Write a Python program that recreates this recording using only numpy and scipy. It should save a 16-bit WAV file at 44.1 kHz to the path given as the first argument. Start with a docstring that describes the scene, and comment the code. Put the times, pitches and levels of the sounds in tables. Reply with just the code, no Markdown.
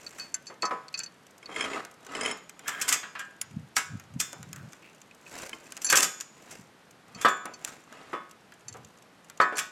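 """Outdoor yard, close by: a steel chain is hooked around a log under a trailer's steel frame.
The hook clinks, and its bracket grates along and knocks on the hollow beam; links clash, tick and drag over bark.
Steel rings as sums of decaying modes; friction is random grains through such modes or a spectrum.
Soft low bumps and rumble on the microphone, a faint echo and steady filtered noise lie underneath."""
import sys
import numpy as np
from scipy import signal
from scipy.fft import rfft, irfft, next_fast_len
from scipy.io import wavfile

SR = 44100
rng = np.random.default_rng(int(sys.argv[2]) if len(sys.argv) > 2 else 0)


def master(y):
    """Save y as 16-bit WAV."""
    cut = np.clip(np.atleast_2d(y).T, -1, 1)
    pcm = np.round(cut * 32767)  # scale
    wavfile.write(sys.argv[1], SR, pcm.astype(np.int16))


N = 428211
T = np.arange(int(SR * .7)) / SR  # time within one sound, s

# modes of the hollow beam and its bracket: pitch_hz, level_db, t60_s
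BEAM = [(275, -15, .24), (428, -13, .27), (776, -17, .45), (1007, -7, .36), (1105, -5, .32),
        (1178, -3, .18), (1254, -4, .33), (1284, 0, .24), (1484, -13, .55), (1615, -15, .42),
        (1730, -11, .48), (1790, -10, .3), (1857, -6, .34), (1905, -13, .3), (2003, -19, .45),
        (2237, -18, .45), (2401, -20, .42), (2490, -18, .35), (3020, -25, .35), (3446, -22, .4),
        (3535, -25, .5), (4985, -28, .5), (5227, -27, .33), (6858, -23, .7), (7154, -27, .5),
        (7410, -27, .3), (7750, -27, .25), (8250, -29, .3)]
BEAM_HZ = np.transpose(BEAM)[0]
# spectrum of the chain links: freq_hz, level_db
LINKS = [(1500, -17.5), (2500, 2), (4000, -6.5), (5900, 4.5), (7500, 5), (9000, -2.5), (10800, -7.5),
         (12500, -4.5), (15000, -22)]
# spectrum of the bracket: freq_hz, level_db
BRACKET = [(30, -77), (130, -3), (420, -5.5), (950, 4), (1600, 16), (2500, 5), (3400, 2), (4400, -5),
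           (12000, -32.5)]
SCATTER_DB = 2.5  # spread of mode strengths from contact to contact


def knocks():
    """Heavy, blunt blows ring the beam's low modes over a thud of the whole frame."""
    # bracket on beam: start_s, level_db, favoured_hz (set by the point of contact)
    blows = [(0.499, -42, 1200), (0.628, -18, 955), (0.708, -18.5, 960), (1.759, -25, 1210),
             (1.49, -39.5, 700), (4.328, -46.5, 780), (5.925, -14, 1360), (5.97, -21, 715),
             (7.2477, -4, 1160), (7.453, -31, 810), (8.13, -20.5, 1090), (8.745, -44, 1000),
             (9.4002, -4, 1500), (9.523, -29, 380)]
    # spectrum of the frame's thud: freq_hz, level_db
    thud_spectrum = [(30, -45.5), (90, -24), (200, 3), (500, 10), (1200, 6), (2200, -2.5), (4000, -18.5),
                     (9000, -25), (15000, -46)]
    favour_db_per_octave = 15.5  # loss of modes away from the favoured pitch
    thud_db, thud_db_per_db = -10, 0.5  # thud grows slower than the ring: soft blows mostly thud
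    sing_spectrum = [(1800, -26.0), (3450, -15.5), (5000, -14), (7000, -20.5)]
    out = np.zeros(N)
    for start_s, level_db, favoured_hz in blows:
        contact = amp(-favour_db_per_octave * np.abs(np.log2(BEAM_HZ / favoured_hz)))
        ring = modes_ring(BEAM, contact, scatter_db=2.0) + amp(-5) * puff(BRACKET, 0.057)
        sing = beam_ring(sing_spectrum, scatter_db=SCATTER_DB)
        thud = puff(thud_spectrum, 0.17)
        thud = thud + amp(-6.5) * cluster(thud_spectrum, 0.33, count=110, top_hz=3395)
        steel = amp(level_db) * (ring + amp(-20.5) * sing)
        blow = steel + amp(thud_db + thud_db_per_db * level_db) * thud
        add(out, start_s, amp(-11.5) * blow * rise(0.00093))
    return out


def clinks(count=3):
    """The hand damps the hook; each tap chatters briefly and favours the modes near one pitch."""
    # hook taps: start_s, level_db, t60_s (of the first touch), favoured_hz (set by the point of contact)
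    taps = [(0.065, -32.5, 0.04, 4460), (0.197, -31.5, 0.24, 4660), (.342, -21.5, 0.042, 6760),
            (0.468, -36.5, 0.13, 5100), (0.622, -24, 0.096, 4320), (0.653, -27, 0.074, 5200),
            (0.8826, -38.5, 0.011, 4740), (1.061, -36.5, 0.06, 4470), (0.941, -25.5, 0.063, 3860),
            (0.975, -33.5, 0.17, 5460), (0.991, -24, 0.005, 6900), (1.001, -30, 0.048, 4140),
            (1.034, -31, 0.057, 5550), (1.458, -36, 0.032, 4440), (3.4126, -27, 0.04, 10700),
            (5.111, -45.5, 0.017, 2900), (5.264, -43.5, 0.06, 3000), (5.663, -48, 0.06, 3130),
            (5.845, -19.5, 0.097, 8200), (5.865, -23.5, 0.1, 5700), (5.889, -27, 0.099, 4530),
            (5.9, -17, 0.099, 6060), (7.148, -40, 0.081, 4870), (7.537, -39, 0.079, 5300),
            (8.682, -32.5, 0.055, 6350), (8.726, -41.5, 0.024, 5850), (9.416, -30.5, 0.073, 4280),
            (9.555, -38.5, 0.42, 5860)]
    # modes of the hook: pitch_hz, level_db
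    hook_modes = [(2550, 16), (4460, 7.5), (5230, -9.5), (5960, 0), (6390, 1), (7320, 7), (9840, 3),
                  (12870, -12.5), (14570, -6.5)]
    hz, mode_db = np.transpose(hook_modes)
    out = np.zeros(N)
    for start_s, level_db, t60_s, favoured_hz in taps:
        favour_db = -25.8 * np.abs(np.log2(hz / favoured_hz))
        gains = amp(mode_db + favour_db + 2 * rng.standard_normal(len(hz)))
        ring = np.zeros(len(T))
        for touch in range(count):
            # each touch loads the hook differently, shifting its modes; later ones are weaker and deader
            loaded_hz = hz * (1 + (0.00044 + 0.035 * touch) * rng.standard_normal(len(hz)))
            touch_ring = sines(loaded_hz, gains).sum(axis=0) * fade(t60_s / (1 + touch)) * rise(0.00013)
            add(ring, touch * rng.uniform(0.0015, 0.006), amp(-5 * touch) * touch_ring)
        softness = [(favoured_hz * 2.7, 0), (favoured_hz * 3, -18)]
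        click = struck(coloured(cluster(LINKS, 0.0032), softness))
        contact = amp(-8.0) * click + amp(-17.5) * cluster(BRACKET, 0.17)
        add(out, start_s, amp(level_db - 4.5) * (struck(ring) + contact) * rise(0.00079))
    return out


def clashes(count=3):
    """A link scrapes, lands and its neighbours follow; the bracket clanks and the beam sings on."""
    # links on bracket: start_s, level_db, bracket_db (relative to the links)
    hits = [(.183, -27.5, -2), (2.679, -13, -2.5), (2.814, -8.5, -11), (2.88, -10, -6), (2.8888, -4, -18),
            (2.916, -19, 4.5), (2.9247, -1.5, -12.5), (3.03, -40.5, 19), (3.1516, -40.5, 19),
            (3.192, -24.5, 2.5), (3.7649, -5, -4.5), (4.2, -6.5, -16.5), (5.817, -21, -19),
            (5.899, -5, -11), (5.9239, -9.5, 5), (5.9552, -1.5, -21.5), (5.966, -5, -28), (5.9709, 1, -19),
            (5.999, -13, -20.5), (6.022, -9.5, -17), (6.028, -1, -14.5), (6.207, -24.5, -28),
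            (6.51, -26.5, -17), (7.213, -17, -11), (7.25, -20, 12.5), (7.284, -20.5, -21),
            (7.674, -26.5, -2), (9.412, -25, 8), (9.569, -18.5, -6), (9.581, -11.5, -6.5),
            (9.588, -11, -7.5)]
    clash_t60_s, follow_db, follow_t60_s = .026, -7, .03
    sing_db = -17.5  # after-ring relative to the links
    lead_s, lead_db = 0.0035, -27.5  # scrape before landing: growth time, relative level
    clank_spectrum = [(1300, -10.0), (1700, 6.0), (1860, -64.5), (2400, 2.0), (5000, -30.5)]
    sing_spectrum = [(1800, -34.0), (3500, -7.5), (5000, -6.0), (6800, -16.5), (7500, 5.0), (11000, -11)]
    out = np.zeros(N)
    for start_s, level_db, bracket_db in hits:
        clatter = cluster(LINKS, clash_t60_s) + amp(-13) * scrape_ring(LINKS)
        for delay_s in rng.uniform(0.0035, 0.022, count):
            follower = cluster(LINKS, follow_t60_s, count=45)
            add(clatter, delay_s, amp(follow_db - 460 * delay_s) * follower)
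        clank = cluster(BRACKET, 0.18, count=110, top_hz=5795)
        clank = clank + amp(-8.5) * beam_ring(clank_spectrum, scatter_db=SCATTER_DB)
        sing = beam_ring(sing_spectrum, scatter_db=SCATTER_DB) + amp(5) * cluster(LINKS, 0.21, count=140)
        clash = struck(clatter) + amp(bracket_db) * clank + amp(sing_db) * sing
        add(out, start_s, amp(level_db - 15.0) * clash * rise(0.0015))
        lead = coloured(rng.standard_normal(len(T)), LINKS) * np.exp(-T / lead_s)
        add(out, start_s - T[-1], amp(level_db + lead_db) * lead[::-1])  # reversed: it swells
    return out


def ticks():
    """Light, dry contacts of links held in the fingers, each over a dull tap; fainter ones come at random."""
    # link on link: start_s, level_db
    contacts = [(2.801, -26), (5.927, -2.5), (6.006, -5), (6.202, -23), (6.2091, -15.5), (1.85, -26),
                (2.066, -29.5), (2.495, -25.5), (2.593, -29), (3.4148, -14), (3.998, -30.5), (4.33, -23),
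                (4.429, -28), (4.53, -20.5), (4.561, -28.5), (4.732, -29), (5.463, -30), (5.494, -23.5),
                (5.7217, -21.5), (5.7674, -22.5), (5.775, -24), (7.456, -23), (7.648, -10.5),
                (7.926, -34.5), (8.521, -40), (9.299, -27)]
    tick_t60_s = .014
    tap_db, tap_db_per_db = -30.5, 0.079  # the tap hardly grows with the tick
    out = amp(-68) * rattle(LINKS, t60=0.018, rate=30, spread_db=9)
    for start_s, level_db in contacts:
        tick = cluster(LINKS, tick_t60_s, count=45) + puff(LINKS, 0.0024)
        tap = cluster(BRACKET, 0.09) + amp(0.5) * puff(BRACKET, 0.054)
        both = amp(level_db) * tick + amp(tap_db + tap_db_per_db * level_db) * tap
        add(out, start_s, amp(-19.0) * both * rise(0.00012))
    return out


def slide():
    """The bracket sticks and slips along the beam: small slips crunch, ring and chatter; big jerks stand out."""
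    # pushes along the beam: start_s, end_s, grating_db, chatter_db
    pushes = [(1.52, 1.55, -46, -43.5), (1.595, 1.64, -31, -29.5), (1.69, 1.773, -32.5, -48),
              (2.147, 2.203, -33.5, -67.5), (2.224, 2.305, -32.5, -35.5), (2.675, 2.99, -44.5, -42.5),
              (5.942, 6.033, -35, -52.5), (7.195, 7.24, -40.5, -48), (7.927, 8.148, -47.5, -62)]
    # steel sticks and jerks free: start_s, level_db, treble_db
    jerks = [(1.428, -47, -5), (1.561, -27.5, -7.5), (1.6079, -26, -2), (1.733, -32.5, -11),
             (2.1503, -32, -2), (2.167, -45, 2), (2.21, -29, 4.5), (2.2332, -34, 7), (2.251, -30, -5.5),
             (2.259, -24, -2), (2.286, -39.5, 11), (2.312, -30, 3), (5.5303, -33.5, -10.5)]
    # spectrum of the grating: freq_hz, level_db
    grate_spectrum = [(100, -49), (200, -0.5), (430, 5), (850, -3.5), (1200, 7.5), (3200, -10), (3800, -11),
                      (8300, -20), (12000, -31), (16000, -73)]
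    ring_spectrum = [(420, 0.5), (1300, -17.0), (2200, -25.0), (3450, -22.5), (5000, -23.5), (7000, 2.0)]
    crunch = rattle(grate_spectrum, t60=0.039, rate=800, spread_db=6)
    slips = grains(rate=220, spread_db=-4.5)
    ring = unit(signal.fftconvolve(slips, beam_ring(ring_spectrum, scatter_db=SCATTER_DB))[:N])
    grating_gain = strokes(pushes, rise_db_per_s=174, fall_db_per_s=194.0)
    chatter_rows = [(start_s, end_s, level_db) for start_s, end_s, _, level_db in pushes]
    chatter_gain = strokes(chatter_rows, rise_db_per_s=398.0, fall_db_per_s=304)
    out = grating_gain * (amp(-5.5) * crunch + amp(-11.5) * ring) + amp(-3.5) * chatter() * chatter_gain
    for start_s, level_db, treble_db in jerks:
        jerk_ring = scrape_ring([(3200, 0), (5200, treble_db)])
        grit = amp(-11.5) * cluster(grate_spectrum, 0.18)
        grit = grit + amp(treble_db - 19.0) * cluster(LINKS, 0.022, top_hz=11150)
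        add(out, start_s, amp(level_db) * (jerk_ring + grit) * rise(0.0012))
    return out


def chatter(count=6):
    """Dense, tiny slips at several points; the load wanders among them, so the rasp keeps changing colour."""
    slips_per_s, slip_spread_db = 800, 4.5
    grip_per_s, grip_db = 35, 5  # rate and extent of the load's shifts
    out, knots = np.zeros(N), np.arange(N) * grip_per_s / SR
    knot_count = int(knots[-1]) + 2
    for point in range(count):
        load_db = grip_db * np.interp(knots, np.arange(knot_count), rng.uniform(-1.4, 1, knot_count))
        ring = scrape_ring([(2200, -1), (3100, 1), (5300, -6.5)]) * rise(.0006)
        slips = amp(load_db) * grains(slips_per_s / count, slip_spread_db)
        out += signal.oaconvolve(slips, ring)[:N]
    return unit(out)


def rubs():
    """A link rubs softly on steel: fine friction grains excite one narrow resonance."""
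    # rubs: start_s, end_s, level_db, pitch_hz
    rub_rows = [(2.667, 2.806, -42, 1680), (4.559, 4.575, -47.5, 1540), (4.835, 4.87, -53.5, 2620)]
    out = np.zeros(N)
    for start_s, end_s, level_db, hz in rub_rows:
        t = T - .1  # room for the swell
        band = [(hz / 3, -42), (hz / 1.44, -13), (hz, 0), (hz * 1.16, -13), (hz * 3, -36)]
        friction = rng.standard_normal(len(T)) * (rng.random(len(T)) < 900 / SR)
        swell = amp(960 * np.minimum(t, 0) - 270 * np.maximum(t - (end_s - start_s), 0))
        add(out, start_s + t[0], amp(level_db) * coloured(friction, band) * swell)
    return out


def sings():
    """After some knocks, jerks and clashes one mode of the beam sings on; its neighbours answer more weakly."""
    # singing modes: start_s, level_db, pitch_hz
    sing_rows = [(2.259, -47.5, 6858), (2.924, -60, 6858), (3.193, -41, 1660), (4.2002, -45, 3600),
                 (4.2002, -46, 5227), (4.2002, -49, 7500), (6.028, -38, 6800), (6.028, -49, 3500),
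                 (6.028, -56, 1670), (7.213, -45, 3400), (7.249, -36, 3390), (7.282, -43.5, 7130),
                 (8.13, -54.5, 3280)]
    out = np.zeros(N)
    for start_s, level_db, hz in sing_rows:
        contact = amp(-220 * np.abs(np.log2(BEAM_HZ / hz)))
        ring = modes_ring(BEAM, contact, scatter_db=SCATTER_DB)
        add(out, start_s, amp(level_db) * ring * rise(0.00197))
    return out


def drag():
    """The chain rubs over bark, flakes crackle and snap under it and loose links jingle faintly."""
    # pulls over bark: start_s, end_s, level_db
    pulls = [(0, .25, -50.5), (4.3, 4.85, -58.5), (5.365, 5.44, -38), (5.52, 5.82, -51), (6.38, 6.5, -54.5),
             (6.51, 6.545, -45.5), (7.66, 7.73, -45)]
    # spectrum of the bark: freq_hz, level_db
    bark_spectrum = [(70, -33.5), (229, 0.5), (1580, -8.5), (2130, -4.5), (3700, -18), (7290, -15),
                     (16000, -36)]
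    snaps = coloured(grains(rate=900, spread_db=5.5), bark_spectrum)
    crackle = rattle(bark_spectrum, t60=0.016, rate=500, spread_db=5, count=8)
    jingle = rattle(LINKS, t60=0.015, rate=110, spread_db=5)
    gain = strokes(pulls, rise_db_per_s=155, fall_db_per_s=151.5)
    return gain * (amp(-9) * snaps + amp(-7) * crackle + amp(-10.5) * jingle)


def bumps():
    """Microphone bumps swell and die within a few low cycles amid a lumpy rumble, which also comes in spells."""
    # bumps: crest_s, level_db
    bump_rows = [(3.572, -25.5), (3.957, -30.5), (4.164, -26.5), (6.597, -39), (7.163, -38)]
    # spells of rumble: start_s, end_s, level_db
    rumble_rows = [(3.58, 3.65, -52), (3.92, 3.96, -40.5), (4.39, 4.69, -47), (8.67, 8.87, -55.5)]
    bump_hz = 185
    spectrum = [(40, -45), (90, 8.0), (150, 10.0), (280, -4.5), (500, -62)]
    out, t = np.zeros(N), T - T.mean()
    for crest_s, level_db in bump_rows:
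        swing = np.cos(2 * np.pi * (bump_hz * t + rng.random())) * np.exp(-(t / 0.0036) ** 2)
        rumble = coloured(rng.standard_normal(len(t)), spectrum) * np.exp(-np.abs(t) / 0.05)
        add(out, crest_s - T.mean(), amp(level_db) * (swing + amp(-16.0) * rumble))
    spells = strokes(rumble_rows, rise_db_per_s=600, fall_db_per_s=498)
    return out + spells * coloured(grains(rate=380, spread_db=5.5), spectrum)


def echo(x):
    """Ground and machinery scatter a short, faint tail; grass swallows its treble."""
    tail = coloured(rng.standard_normal(len(T)), [(3000, 0.0), (7000, -2.5), (10000, -20.0)])
    tail = tail * fade(0.54) * rise(0.0025)
    return signal.fftconvolve(x, tail / np.linalg.norm(tail))[:N]


def yard():
    """Steady air of the yard: noise with a fixed spectrum."""
    # spectrum of the yard: freq_hz, level_db
    yard_spectrum = [(20, -39), (44, -17.5), (163, 2.5), (399, -1.5), (1480, -5.5), (8410, -22.5),
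                     (12800, -27.5), (16000, -62.5)]
    return amp(-57.5) * coloured(rng.standard_normal(N), yard_spectrum)


def beam_ring(contact, scatter_db):
    """The beam's modes, weighted by the spectrum of the contact."""
    return modes_ring(BEAM, gain_at(contact, BEAM_HZ), scatter_db)


def scrape_ring(contact):
    """The bracket's resonances as one point of contact shifts and weights them."""
    # resonances under a sliding contact: pitch_hz, level_db, t60_s
    resonances = [(437.7, -17, 0.18), (1190, -36.5, 0.08), (1658, -6, 0.028), (2155, 3.5, 0.031),
                  (2500, 0, 0.022), (3140, 0, 0.033), (5220, -8.5, 0.086), (6260, 5, 0.0071),
                  (7150, -1, 0.019), (8190, -7.5, 0.029), (9820, -8.5, 0.031)]
    hz, db, t60_s = np.transpose(resonances)
    shifted_hz = hz * (1 + .018 * rng.standard_normal(len(hz)))
    return modes_ring(np.transpose([shifted_hz, db, t60_s]), gain_at(contact, hz), scatter_db=SCATTER_DB)


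def modes_ring(table, weights, scatter_db):
    """Ring (Hz, dB, t60 s) modes at strengths that change with each contact; close pairs beat."""
    split_share, beat_depth = .003, .4  # pair's split relative to its pitch; depth at the top mode
    hz, db, t60_s = np.transpose(table)
    gains = weights * amp(db + scatter_db * rng.standard_normal(len(hz)))
    beat_hz = split_share * hz * rng.uniform(.3, 1.3, len(hz))
    beats = 1 + sines(beat_hz, beat_depth * hz / hz.max())
    decay = np.exp(np.float32(-np.log(1000) * T / t60_s[:, None]))
    return struck((sines(hz, gains) * beats * decay).sum(axis=0))


def cluster(spectrum, t60, count=70, top_hz=15900):
    """Many unlike steel modes, crowded towards the bass, each with its own strength and life."""
    hz = 120 + top_hz * ((np.arange(count) + rng.random(count)) / count) ** 1.5
    # hz ** (1/6) makes up for the sparser treble modes
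    gains = gain_at(spectrum, hz) * hz ** (1 / 6) * amp(4 * rng.standard_normal(count))
    lives_s = max(t60, .005) * rng.uniform(.5, 1.5, count)
    size = min(int(1.5 * lives_s.max() * SR) + 500, len(T))
    t = T[:size].astype(np.float32)
    rows = np.float32([2 * np.pi * hz, np.log(1000) / lives_s, 2 * np.pi * rng.random(count)])
    turn, loss, phase = rows[:, :, None]
    ring = gains @ (np.sin(turn * t + phase) * np.exp(-loss * t))
    return struck(np.pad(ring, (0, len(T) - size)))


def puff(spectrum, t60):
    """Countless close modes dying together: decaying noise."""
    return coloured(rng.standard_normal(len(T)), spectrum) * fade(t60)


def rattle(spectrum, t60, rate, spread_db, count=6):
    """Random contacts at several spots, each spot ringing with its own modes."""
    spots = [(cluster(spectrum, t60) * rise(.002))[:SR // 5] for spot in range(count)]
    return unit(sum(signal.oaconvolve(grains(rate / count, spread_db), ring)[:N] for ring in spots))


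def grains(rate, spread_db):
    """Random impulses of uneven size and either sign, rate a second on average."""
    hits = rng.random(N) < rate / SR
    signs = rng.choice([-1, 1], N)
    return hits * signs * amp(spread_db * np.clip(rng.standard_normal(N), -2, 2))


def stroke(start, end, rise_db_per_s, fall_db_per_s):
    """Gain of one movement of the hand: it swells, holds from start to end and dies away."""
    t = np.arange(N) / SR
    gain_db = rise_db_per_s * np.minimum(t - start, 0) - fall_db_per_s * np.maximum(t - end, 0)
    return amp(np.maximum(gain_db, -120))


def strokes(rows, rise_db_per_s, fall_db_per_s):
    """Gain over time of (start s, end s, dB) movements; the strongest leads."""
    gains = [amp(db) * stroke(start, end, rise_db_per_s, fall_db_per_s) for start, end, db, *_ in rows]
    return np.max(gains, axis=0)


def sines(hz, gains):
    """One sine a row, each starting anywhere in its cycle."""
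    phase = 2 * np.pi * (np.outer(hz, T) + rng.random((len(hz), 1)))
    return gains[:, None] * np.sin(phase.astype(np.float32))


def rise(seconds):
    """Onset gain: steel chatters into contact rather than landing at once."""
    return 1 - np.exp(-T / seconds)


def fade(t60):
    """Decay by 60 dB in t60 seconds."""
    return amp(-60 * T / max(t60, .001))


def coloured(x, spectrum):
    """x filtered by the given spectrum, at rms 1."""
    m = next_fast_len(len(x) + 2048)
    gain = gain_at(spectrum, np.fft.rfftfreq(m, 1 / SR))
    return unit(irfft(rfft(x, m) * gain, m)[:len(x)])


def gain_at(spectrum, hz):
    """Gain of (Hz, dB) points, interpolated on a log axis."""
    f, db = np.transpose(spectrum)
    return amp(np.interp(np.log(hz + 1), np.log(f), db))


def amp(db):
    """Decibels to gain."""
    return 10 ** (np.asarray(db) / 20)


def unit(x):
    """Scale to rms 1."""
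    return x / np.sqrt(np.mean(x ** 2) + 1e-20)


def struck(x):
    """Scale a hit so that its first hundredth of a second has rms 1."""
    return x / np.sqrt(np.mean(x[:SR // 100] ** 2) + 1e-20)


def add(track, s, sound):
    """Mix a sound in at s seconds; a start before 0 becomes 0."""
    part = track[max(round(s * SR), 0):][:len(sound)]
    part += sound[:len(part)]


def scene():
    """Steel on steel over the steady air of the yard; the hook, cupped in the hand, stays almost dry."""
    steel = knocks() + clashes() + ticks() + slide() + rubs() + sings() + drag()
    hook = clinks()
    cupped = amp(-10) * hook  # the hook's share in the echo
    mix = steel + hook + amp(-20.5) * echo(steel + cupped) + bumps() + yard()
    return mix[None]


def record(dry):
    """The camera keeps nothing above its band limit."""
    top_hz = 16200
    m = next_fast_len(N + SR // 2)
    passed = np.fft.rfftfreq(m, 1 / SR) < top_hz
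    return irfft(rfft(dry, m) * passed, m)[:, :N]


dry = scene()
out = record(dry)
master(out)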